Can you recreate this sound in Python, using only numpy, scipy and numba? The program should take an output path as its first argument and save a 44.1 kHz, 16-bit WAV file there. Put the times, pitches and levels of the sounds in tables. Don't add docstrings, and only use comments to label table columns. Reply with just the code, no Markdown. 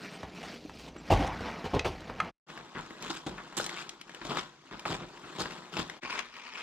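import sys
import numpy as np
from scipy import signal
from scipy.fft import rfft, irfft, next_fast_len
from scipy.io import wavfile
from scipy.ndimage import uniform_filter1d
from numba import njit

SR = 44100
rng = np.random.default_rng(int(sys.argv[2]) if len(sys.argv) > 2 else 0)


def materialize(psi):
    bounded = np.clip(np.atleast_2d(psi).T, -1, 1)
    quanta = np.round(bounded * 32767).astype(np.int16)
    wavfile.write(sys.argv[1], SR, quanta)


N = 291942
TIME = np.arange(N) / SR
SLOT_END_S, WASH_END_S = 2.4, 6.01

# time in seconds, rise in seconds, press in seconds,
# level in dB, weight on the foot in dB, grittiness in dB.
FOOTFALLS = [(0.23, 0.0016, 0.012, -45, 15, -10), (.43, .005, 0.024, -50.5, 8, 7),
             (0.783, 0.0063, 0.023, -54, -4, 15.5), (0.873, 0.0056, 0.0079, -49, -1, 7),
             (1.102, 0.009, 0.031, -28, 16.5, -4), (1.191, 0.0071, 0.057, -44, 22.5, 1.5),
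             (1.268, 0.0066, 0.067, -36, 0, -40), (1.403, .003, 0.0048, -47.5, 20.5, 0),
             (1.447, .005, 0.048, -39.5, 2, -8), (1.64, 0.0069, 0.026, -42.5, 14.5, 0),
             (1.734, 0.002, 0.038, -37.5, 21, -11), (1.846, 0.0022, 0.024, -33.5, 10.5, -0.5),
             (2.095, .002, 0.0079, -39.5, 12.5, -36), (2.178, 0.015, 0.12, -44.5, 4, -18),
             (2.49, 0.0091, .025, -49.5, -8, -2), (2.563, 0.0081, 0.048, -52, 2.5, -10),
             (2.75, 0.0045, .048, -41, 2, -26), (3.008, 0.022, 0.08, -46.5, -2, 7),
             (3.097, 0.0027, 0.011, -37, -11, 8), (3.137, 0.0027, 0.042, -47, -8, 11.5),
             (3.264, .002, 0.0095, -42.5, 10.5, 4.5), (3.292, .005, 0.051, -61.5, 23.5, -9),
             (3.376, 0.0041, 0.028, -41, -8, -43), (3.567, 0.0014, 0.025, -40.5, -1, 12.5),
             (3.599, .004, 0.049, -48, -2, 19), (3.693, .003, 0.086, -45.5, -21, 7.5),
             (3.757, .004, 0.063, -43.5, -19, 8.5), (4.213, .003, 0.005, -43.5, 2.5, -6),
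             (4.251, .002, 0.0027, -43, 7.5, 10.5), (4.289, 0.011, 0.031, -38.5, 4, -2.5),
             (4.368, 0.007, 0.023, -35.5, -6, 6), (4.71, 0.0035, .04, -47, 3, -10),
             (4.857, 0.0027, 0.025, -40, -1.5, 5), (4.889, .02, .058, -40.5, 5, 5.5),
             (4.989, 0.011, 0.054, -51.5, 13, -6), (5.238, 0.0061, 0.01, -46, -3, -28),
             (5.384, .025, 0.034, -39.5, 3.5, 11.5), (5.456, .002, 0.0088, -42, 1, -11),
             (5.504, 0.0056, 0.016, -52, 3, 9), (5.721, .006, 0.046, -46.5, 1, 6),
             (5.766, 0.0074, 0.045, -38.5, 3, 7.5), (6.028, 0.0052, 0.028, -46, 0.5, -9),
             (6.096, 0.0059, 0.11, -41, -12, 1)]
BAND_EDGES_HZ = [42, 130, 900, 2400, 5500, 16000]
FOOT_BANDS_DB = [-12, 2.5, 3, -1.5, -11.5]
# share, as a plain factor on the dB.
WEIGHT_SHARE = [1, 0.74, 0.14, 0.19, 0.22]
GRIT_SHARE = [0, 0.16, 0.019, 0.45, 1]
DIRECTION_SHARE = [0, 0.28, 0.82, 1, 0]
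# time in seconds, left minus right in dB.
DIRECTION = [(2.3, 3.5), (2.6, 4), (3.3, 3), (3.7, 4.5), (4.35, 6), (4.9, 3.5), (5.4, 4.5), (5.8, 6),
             (6.15, 4.5)]
SETTLE_DB, SETTLE_T60_S = -9, 0.38

# frequency in Hz, level in dB.
SLOT_COLOUR = [(21, -31), (35, 8), (97, 2), (132, -9), (450, -11), (512, -5), (567, -13), (678, -8),
               (1390, -24.5), (2560, -29), (2910, -23.5), (5800, -40), (8500, -49.5), (13500, -59.5),
               (15700, -53.5)]
JACKET_COLOUR = [(35, -42.5), (60, 9.5), (98, -8), (179, 2.5), (455, -6.5), (661, -7.5), (895, -16.5),
                 (1270, -16), (1360, -15.5), (4160, -23.5), (8180, -42.5), (8770, -45), (15700, -51.5)]
WASH_COLOUR = [(15, -41), (25, 18), (75, -20.5), (156, 3.5), (254, 0), (333, 3.5), (472, -5), (1390, -7.5),
               (2320, -16), (3470, -7), (5950, -24), (7580, -22), (9160, -34.5), (13400, -41.5),
               (15700, -56)]
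PATH_COLOUR = [(24, -45), (40, -21), (91, -48), (242, -2), (281, -5.5), (610, -7.5), (674, -11),
               (1060, -2.5), (1500, -5), (2530, -4), (7240, -16), (12200, -32), (15700, -42)]
PATCH_DB = 3

# time in seconds, level in dB.
SLOT_SHUFFLE = [(0, -45.5), (.35, -55.5), (.48, -46), (.66, -67), (1.02, -54.5), (1.17, -37.5),
                (1.39, -41.5), (1.52, -41), (1.9, -51.5), (2.05, -49.5), (2.28, -49)]
WASH_SHUFFLE = [(2.5, -51.5), (2.7, -56), (3.1, -53), (3.5, -55), (3.68, -51), (3.91, -52.5), (4.03, -63.5),
                (4.12, -53.5), (4.2, -56.5), (4.35, -42.5), (4.52, -64.5), (4.65, -60), (4.78, -54),
                (5.13, -56), (5.3, -48.5), (5.56, -48.5), (5.66, -56.5), (5.9, -51.5)]
PATH_SHUFFLE = [(6.05, -45.5), (6.2, -54), (6.31, -61), (6.4, -48.5), (6.5, -50.5), (6.58, -47)]
# bed in dB, crunch in dB, scrape in dB, grit in dB.
SHUFFLE_BANDS_DB = [(1.5, 0.0089, -12, -20.5), (0.5, 0, -5, -9.5), (-8, 0, -1, -14)]
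# time in seconds, level in dB.
SWISH = [(0, -51), (.13, -53.5), (.3, -59), (.48, -51.5), (.68, -57), (.84, -52), (.92, -69), (1.0, -62.5),
         (1.08, -55), (1.7, -57), (2.1, -60)]
SWISH_BANDS_DB = [-5.5, 3, -4]
RUB_DB = -45
SHUFFLE_LIFT_DB = 2
UNEVEN_DB = 2
# time in seconds, level in dB.
RUMBLE = [(0, -65), (.55, -60), (.66, -51.5), (1.09, -49), (1.16, -28), (1.4, -45.5), (1.65, -56),
          (1.92, -40), (2.3, -66.5), (2.5, -70)]

STRAY_COUNT = 110
STRAY_DB, STRAY_SCATTER_DB, STRAY_HZ = 12.5, 2, 2285

# time in seconds, pitch in Hz, time to fall by 60 dB in seconds, peak in dB.
KNOCKS = [(0.649, 295, 0.037, -19.5), (1.104, 800, 0.021, -10), (1.11, 94, 0.26, -9.5),
          (1.119, 618, 0.054, -9), (1.135, 50, .46, -19), (1.194, 280, 0.092, -16),
          (1.74, 409, 0.11, -15.5), (1.85, 374, 0.23, -20), (2.222, 171, 0.15, -26),
          (2.907, 330, 0.04, -32), (3.099, 329, 0.11, -26.5), (3.265, 310, 0.053, -22.5),
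          (4.9, 90, 0.12, -32), (5.406, 81, 0.11, -35), (5.776, 80.5, .15, -32)]
# time in seconds, level in dB, pitch in Hz.
PEBBLES = [(0.232, -20.5, 1050), (.43, -24, 2100), (0.696, -23, 1020), (.943, -44.5, 1220),
           (.965, -27.5, 1420), (1.654, -23.5, 1980), (2.098, -23.5, 910), (2.576, -26.5, 1730),
           (2.792, -25, 1100), (2.863, -35, 2230), (2.907, -28.5, 1170), (3.024, -24, 4340),
           (3.294, -28, 3350), (3.381, -29, 1510), (3.526, -28, 1040), (3.642, -22, 2600),
           (3.663, -16.5, 4220), (3.693, -20.5, 2010), (3.791, -22, 1490), (3.893, -20, 3300),
           (4.013, -27, 3140), (4.095, -26.5, 1740), (4.147, -27, 2960), (4.249, -29, 3600),
           (4.372, -15.5, 1340), (4.391, -32, 2140), (4.618, -51, 3460), (4.795, -22.5, 3080),
           (4.854, -15.5, 1330), (5.174, -29.5, 1660), (5.417, -40, 2500), (5.457, -20, 1050),
           (5.508, -28, 2100), (5.898, -21.5, 2050), (6.366, -32, 1970)]
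# time in seconds, level in dB, pitch in Hz,
# time for the ring to fall by 60 dB in seconds, left minus right in dB.
CLACKS = [(1.793, -9, 2490, 0.022, 10), (2.201, -7.5, 1290, 0.026, 9.5), (3.568, -23, 7960, .014, -19),
          (3.576, -18.5, 7500, 0.045, -15), (3.585, -18.5, 7600, 0.034, -9), (3.599, -12.5, 920, 0.0059, 3),
          (4.857, -15, 843, 0.019, -3), (6.19, -18.5, 1990, 0.011, 17.5)]
# multiple of the stone's pitch, level in dB.
STONE_MODES = [(1, 0), (1.3, -9), (1.62, -4), (1.8, -12), (2.55, -10)]
# frequency in Hz, level in dB.
CLICK_COLOUR = [(500, 0), (2600, 0), (4500, -4), (7500, -1), (9500, -7), (15500, -15)]
CONTACT_HZ = 4800
# time in seconds, pitch in Hz, level of the first of two tones in dB.
ZIPS = [(.005, 8250, -51), (.05, 8200, -53), (.103, 8300, -52), (.135, 8230, -47), (.152, 8300, -50),
        (.918, 5950, -53), (.975, 5820, -48), (.981, 7480, -44), (1.115, 13300, -43), (1.125, 5950, -36),
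        (1.305, 5900, -47)]
ZIP_PAIR, ZIP_T60_S = 1.02, 0.09

# frequency in Hz, level in dB.
AIR_COLOUR = [(18, -53), (30, -10.5), (103, -48.5), (156, -2.5), (231, -21), (264, -3.5), (412, -52.5),
              (495, -47.5), (1210, 7.5), (6440, 8.5), (15700, -64.5)]
AIR_DB = -64
# time in seconds, gain as a plain factor.
PLACE_GAIN = [(2.28, 0.4), (2.315, 0.0014), (2.465, 0), (2.5, 0.65), (5.975, 0.62), (6.003, 0.011),
              (6.015, 0.043), (6.04, 0.66)]
LOW_CUT_HZ, TOP_HZ = 31, 15500


def walking():
    in_slot, in_wash, on_path = (0, SLOT_END_S), (SLOT_END_S, WASH_END_S), (WASH_END_S, N / SR + .01)
    slot = gravel(in_slot, SLOT_COLOUR, rate=2600, spread_db=2.0, cycles=8.0, hiss=1.0, scatter=0)
    jacket = gravel(in_slot, JACKET_COLOUR, rate=2200, spread_db=1.0, cycles=2.7, hiss=1.0, scatter=0)
    wash = gravel(in_wash, WASH_COLOUR, rate=2300, spread_db=4.5, cycles=11, hiss=.55, scatter=3)
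    sand = gravel(in_wash, WASH_COLOUR, rate=2300, spread_db=2.5, cycles=11, hiss=1.1, scatter=3)
    path = gravel(on_path, PATH_COLOUR, rate=3200, spread_db=4, cycles=9, hiss=.6, scatter=3)
    ground = np.concatenate([slot, wash, path], axis=2)[..., :N]
    loose = np.concatenate([jacket, sand, path], axis=2)[..., :N]

    steps = pressure(t60s=[0.22, 0.053, 0.073, 0.098, 0.14])
    shuffle = undb(SHUFFLE_LIFT_DB) * shuffling() * uneven()
    bands = steps[:, None] * ground
    bands[1:] += shuffle[:, None] * loose[1:]
    bands[0] += ground[0] * undb(curve(RUMBLE))

    lean_db = curve(DIRECTION) * np.array([[1], [-1]]) / 2
    placed = sum(sound * undb(share * lean_db) for sound, share in zip(bands, DIRECTION_SHARE))
    crunch = np.hypot(steps[2], shuffle[1])
    return placed + colour(strays(crunch), CLICK_COLOUR)


def pressure(t60s):
    power = np.zeros((len(t60s), N))
    t = np.arange(SR // 2) / SR
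    for s, rise, press, db, weight_db, grit_db in FOOTFALLS:
        load = np.clip(t / max(rise, .001), 0, 1) ** 2
        released = np.maximum(t - rise / 2 - press, 0)
        fade = np.exp(-np.log(1000) * released / np.array(t60s)[:, None])
        settle = undb(SETTLE_DB) * np.exp(-np.log(1000) * released / SETTLE_T60_S)
        bands_db = db + np.array(FOOT_BANDS_DB)
        bands_db = bands_db + weight_db * np.array(WEIGHT_SHARE) + grit_db * np.array(GRIT_SHARE)
        drive = undb(bands_db)[:, None] * load * np.maximum(fade, settle)
        add(power, s - rise / 2, drive ** 2)
    return np.sqrt(power)


def gravel(span, points, rate, spread_db, cycles, hiss, scatter):
    n = int(span[1] * SR) - int(span[0] * SR)
    count = int(np.clip(rate * n / SR, 1, 20000))
    when, strength, sign, pitch, angle = rng.random((count, 5)).T
    size = undb(spread_db * np.minimum(-np.log(strength), 3.5)) * np.sign(sign - .5)
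    hz = 400 + 14000 * pitch ** 2
    sand = hiss * rng.standard_normal(n)
    sides = []
    for lag in (scatter * (2 * angle - 1), 0):
        start = np.clip(np.round(when * n + lag), 0, n - 1)
        grains = np.column_stack([start, hz, np.full(count, 1. * cycles), size * hz ** .75])
        rings = ring(grains, n)
        ticks = np.bincount(start.astype(int), size, n)
        sides.append(unit(rings) + 1.59 * unit(ticks) + sand)
    ground = colour(shifting(np.array(sides), PATCH_DB), points)
    edges = zip(BAND_EDGES_HZ, BAND_EDGES_HZ[1:])
    return np.array([even(band(ground, lo, hi), s=0.031) for lo, hi in edges])


@njit
def ring(grains, length):
    out = np.zeros(length)
    for start, hz, cycles, size in grains:
        pole = np.exp((2j * np.pi - 6.9 / cycles) * hz / SR)
        z = size + 0j
        for i in range(int(start), min(length, int(start + cycles * SR / hz) + 2)):
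            out[i] += z.imag
            z *= pole
    return out


def shifting(x, depth_db):
    spectra = signal.stft(x, nperseg=256)[2]
    patches = rng.standard_normal(spectra.shape[1:])
    patches = uniform_filter1d(patches, size=4, axis=0)
    patches = unit(uniform_filter1d(patches, size=7, axis=1))
    shifted = spectra * undb(depth_db * np.clip(patches, -2, 2))
    return signal.istft(shifted, nperseg=256)[1][:, :x.shape[-1]]


def even(x, s):
    power = uniform_filter1d(np.mean(x ** 2, axis=0), size=int(s * SR))
    return x / np.sqrt(np.maximum(power, 1e-12))


def shuffling():
    place = np.searchsorted([SLOT_END_S, WASH_END_S], TIME)
    level_db = np.choose(place, [curve(SLOT_SHUFFLE), curve(WASH_SHUFFLE), curve(PATH_SHUFFLE)])
    ground = undb(level_db) * undb(SHUFFLE_BANDS_DB)[place].T
    rub = np.full(N, undb(RUB_DB))
    swish = undb(SWISH_BANDS_DB)[:, None] * undb(curve(SWISH))
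    cloth = np.vstack([rub, swish])
    return np.hypot(ground, cloth * (place == 0))


def uneven():
    hold = SR // 40
    steps = np.repeat(rng.standard_normal(N // hold + 1), hold)
    return undb(UNEVEN_DB * uniform_filter1d(steps, size=hold)[:N])


def strays(crunch):
    out = np.zeros((2, N))
    when = rng.random(STRAY_COUNT)
    for u, (size, pitch, side) in zip(when, rng.standard_normal((STRAY_COUNT, 3))):
        hz = STRAY_HZ * 2 ** np.clip(pitch / 2, -1, 1)
        tick = stone(hz, t60=.012, crack=1, crack_s=.003)
        level = crunch[int(u * N)] * undb(STRAY_DB + STRAY_SCATTER_DB * size)
        add(out, u * N / SR, tick * level * pan(2 + 2 * side))
    return out


def knocks():
    out = np.zeros((2, N))
    t = np.arange(SR // 2) / SR
    for s, hz, t60, db in KNOCKS:
        wobble = unit(band(rng.standard_normal(len(t)), hz / 20, hz / 4, order=1))
        fade = np.minimum(t * hz, 1) * undb(db - 60 * t / t60)
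        add(out, s, fade * np.sin(2 * np.pi * hz * t + .5 * wobble))
    return out


def stones():
    out = np.zeros((2, N))
    for s, db, hz in PEBBLES:
        snap = stone(hz, t60=.012, crack=2, crack_s=.004)
        side_db = np.interp(s, *np.transpose(DIRECTION))
        add(out, s, snap * undb(db) * pan(side_db))
    for s, db, hz, t60, side_db in CLACKS:
        for delay, change_db in ((0, -4), (.0016, 1)):
            hit = stone(hz, t60, crack=2.6, crack_s=.0025)
            hit = band(hit, hz / 4, max(CONTACT_HZ, 1.5 * hz), order=1)
            add(out, s + delay, hit * undb(db + change_db) * pan(side_db))
    return colour(out, CLICK_COLOUR)


def stone(hz, t60, crack, crack_s):
    t = np.arange(SR // 16) / SR
    sound = crack * rng.standard_normal(len(t)) * np.exp(-t / crack_s)
    sound = band(sound, hz / 2, min(hz * 1.53, TOP_HZ), order=1)
    for multiple, db in STONE_MODES:
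        f = hz * multiple * (1 + .02 * rng.standard_normal())
        if f < TOP_HZ:
            sound = sound + undb(db - 60 * t / t60) * np.sin(2 * np.pi * f * t)
    return sound / np.abs(sound).max()


def zips():
    out = np.zeros((2, N))
    t = np.arange(SR // 5) / SR
    for s, hz, db in ZIPS:
        tone = np.sin(2 * np.pi * hz * t) + .5 * np.sin(2 * np.pi * hz * ZIP_PAIR * t)
        onset = np.minimum(t / .004, 1)
        add(out, s, tone * onset * undb(db - 60 * t / ZIP_T60_S))
    return out


def walls(x, t60, damp_hz):
    t = np.arange(SR // 2) / SR
    echo = rng.standard_normal((2, len(t))) * np.exp(-np.log(1000) * t / t60) * (t > .004)
    echo = band(echo, 180, min(damp_hz, TOP_HZ), order=1)
    echo = echo / np.sqrt(np.sum(echo ** 2) / 2)
    return signal.fftconvolve(x.mean(0)[None], echo, axes=1)[:, :N]


def air():
    return undb(AIR_DB) * unit(colour(rng.standard_normal((2, N)), AIR_COLOUR))


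def undb(db):
    return 10 ** (np.asarray(db) / 20)


def unit(x):
    return x / np.sqrt(np.mean(x ** 2))


def curve(rows):
    rows = np.array(rows)
    return np.interp(TIME, rows[:, 0], rows[:, 1])


def colour(x, points):
    hz, db = np.transpose(points)
    length = x.shape[-1]
    size = next_fast_len(length + 1024)
    freq = np.maximum(np.fft.rfftfreq(size, 1 / SR), 1)
    gain = undb(np.interp(np.log(freq), np.log(hz), db))
    return irfft(rfft(x, size) * gain, size)[..., :length]


def band(x, lo, hi, order=4):
    return signal.sosfilt(signal.butter(order, [lo, hi], "band", fs=SR, output="sos"), x)


def pan(db):
    return undb(np.array([[db], [-db]]) / 2)


def add(out, s, sound):
    i = max(int(s * SR), 0)
    out[:, i:i + sound.shape[-1]] += sound[..., :N - i]


def scene():
    direct = walking() + knocks() + stones() + zips()
    echoes = undb(-13) * walls(direct, t60=0.17, damp_hz=7100)
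    hush = air()
    slot = direct.mean(0) + echoes[0] + hush[0]
    late_left = np.roll(direct[0], 3)
    wide = np.array([late_left, direct[1]]) + echoes + hush
    return np.where(TIME < SLOT_END_S, slot, wide)


def record(dry):
    faded = dry * np.clip(curve(PLACE_GAIN), 0, 1)
    low_cut = signal.butter(4, LOW_CUT_HZ, "high", fs=SR, output="sos")
    top_cut = signal.ellip(8, .2, 70, TOP_HZ, fs=SR, output="sos")
    return signal.sosfilt(top_cut, signal.sosfilt(low_cut, faded))


dry = scene()
out = record(dry)
materialize(out)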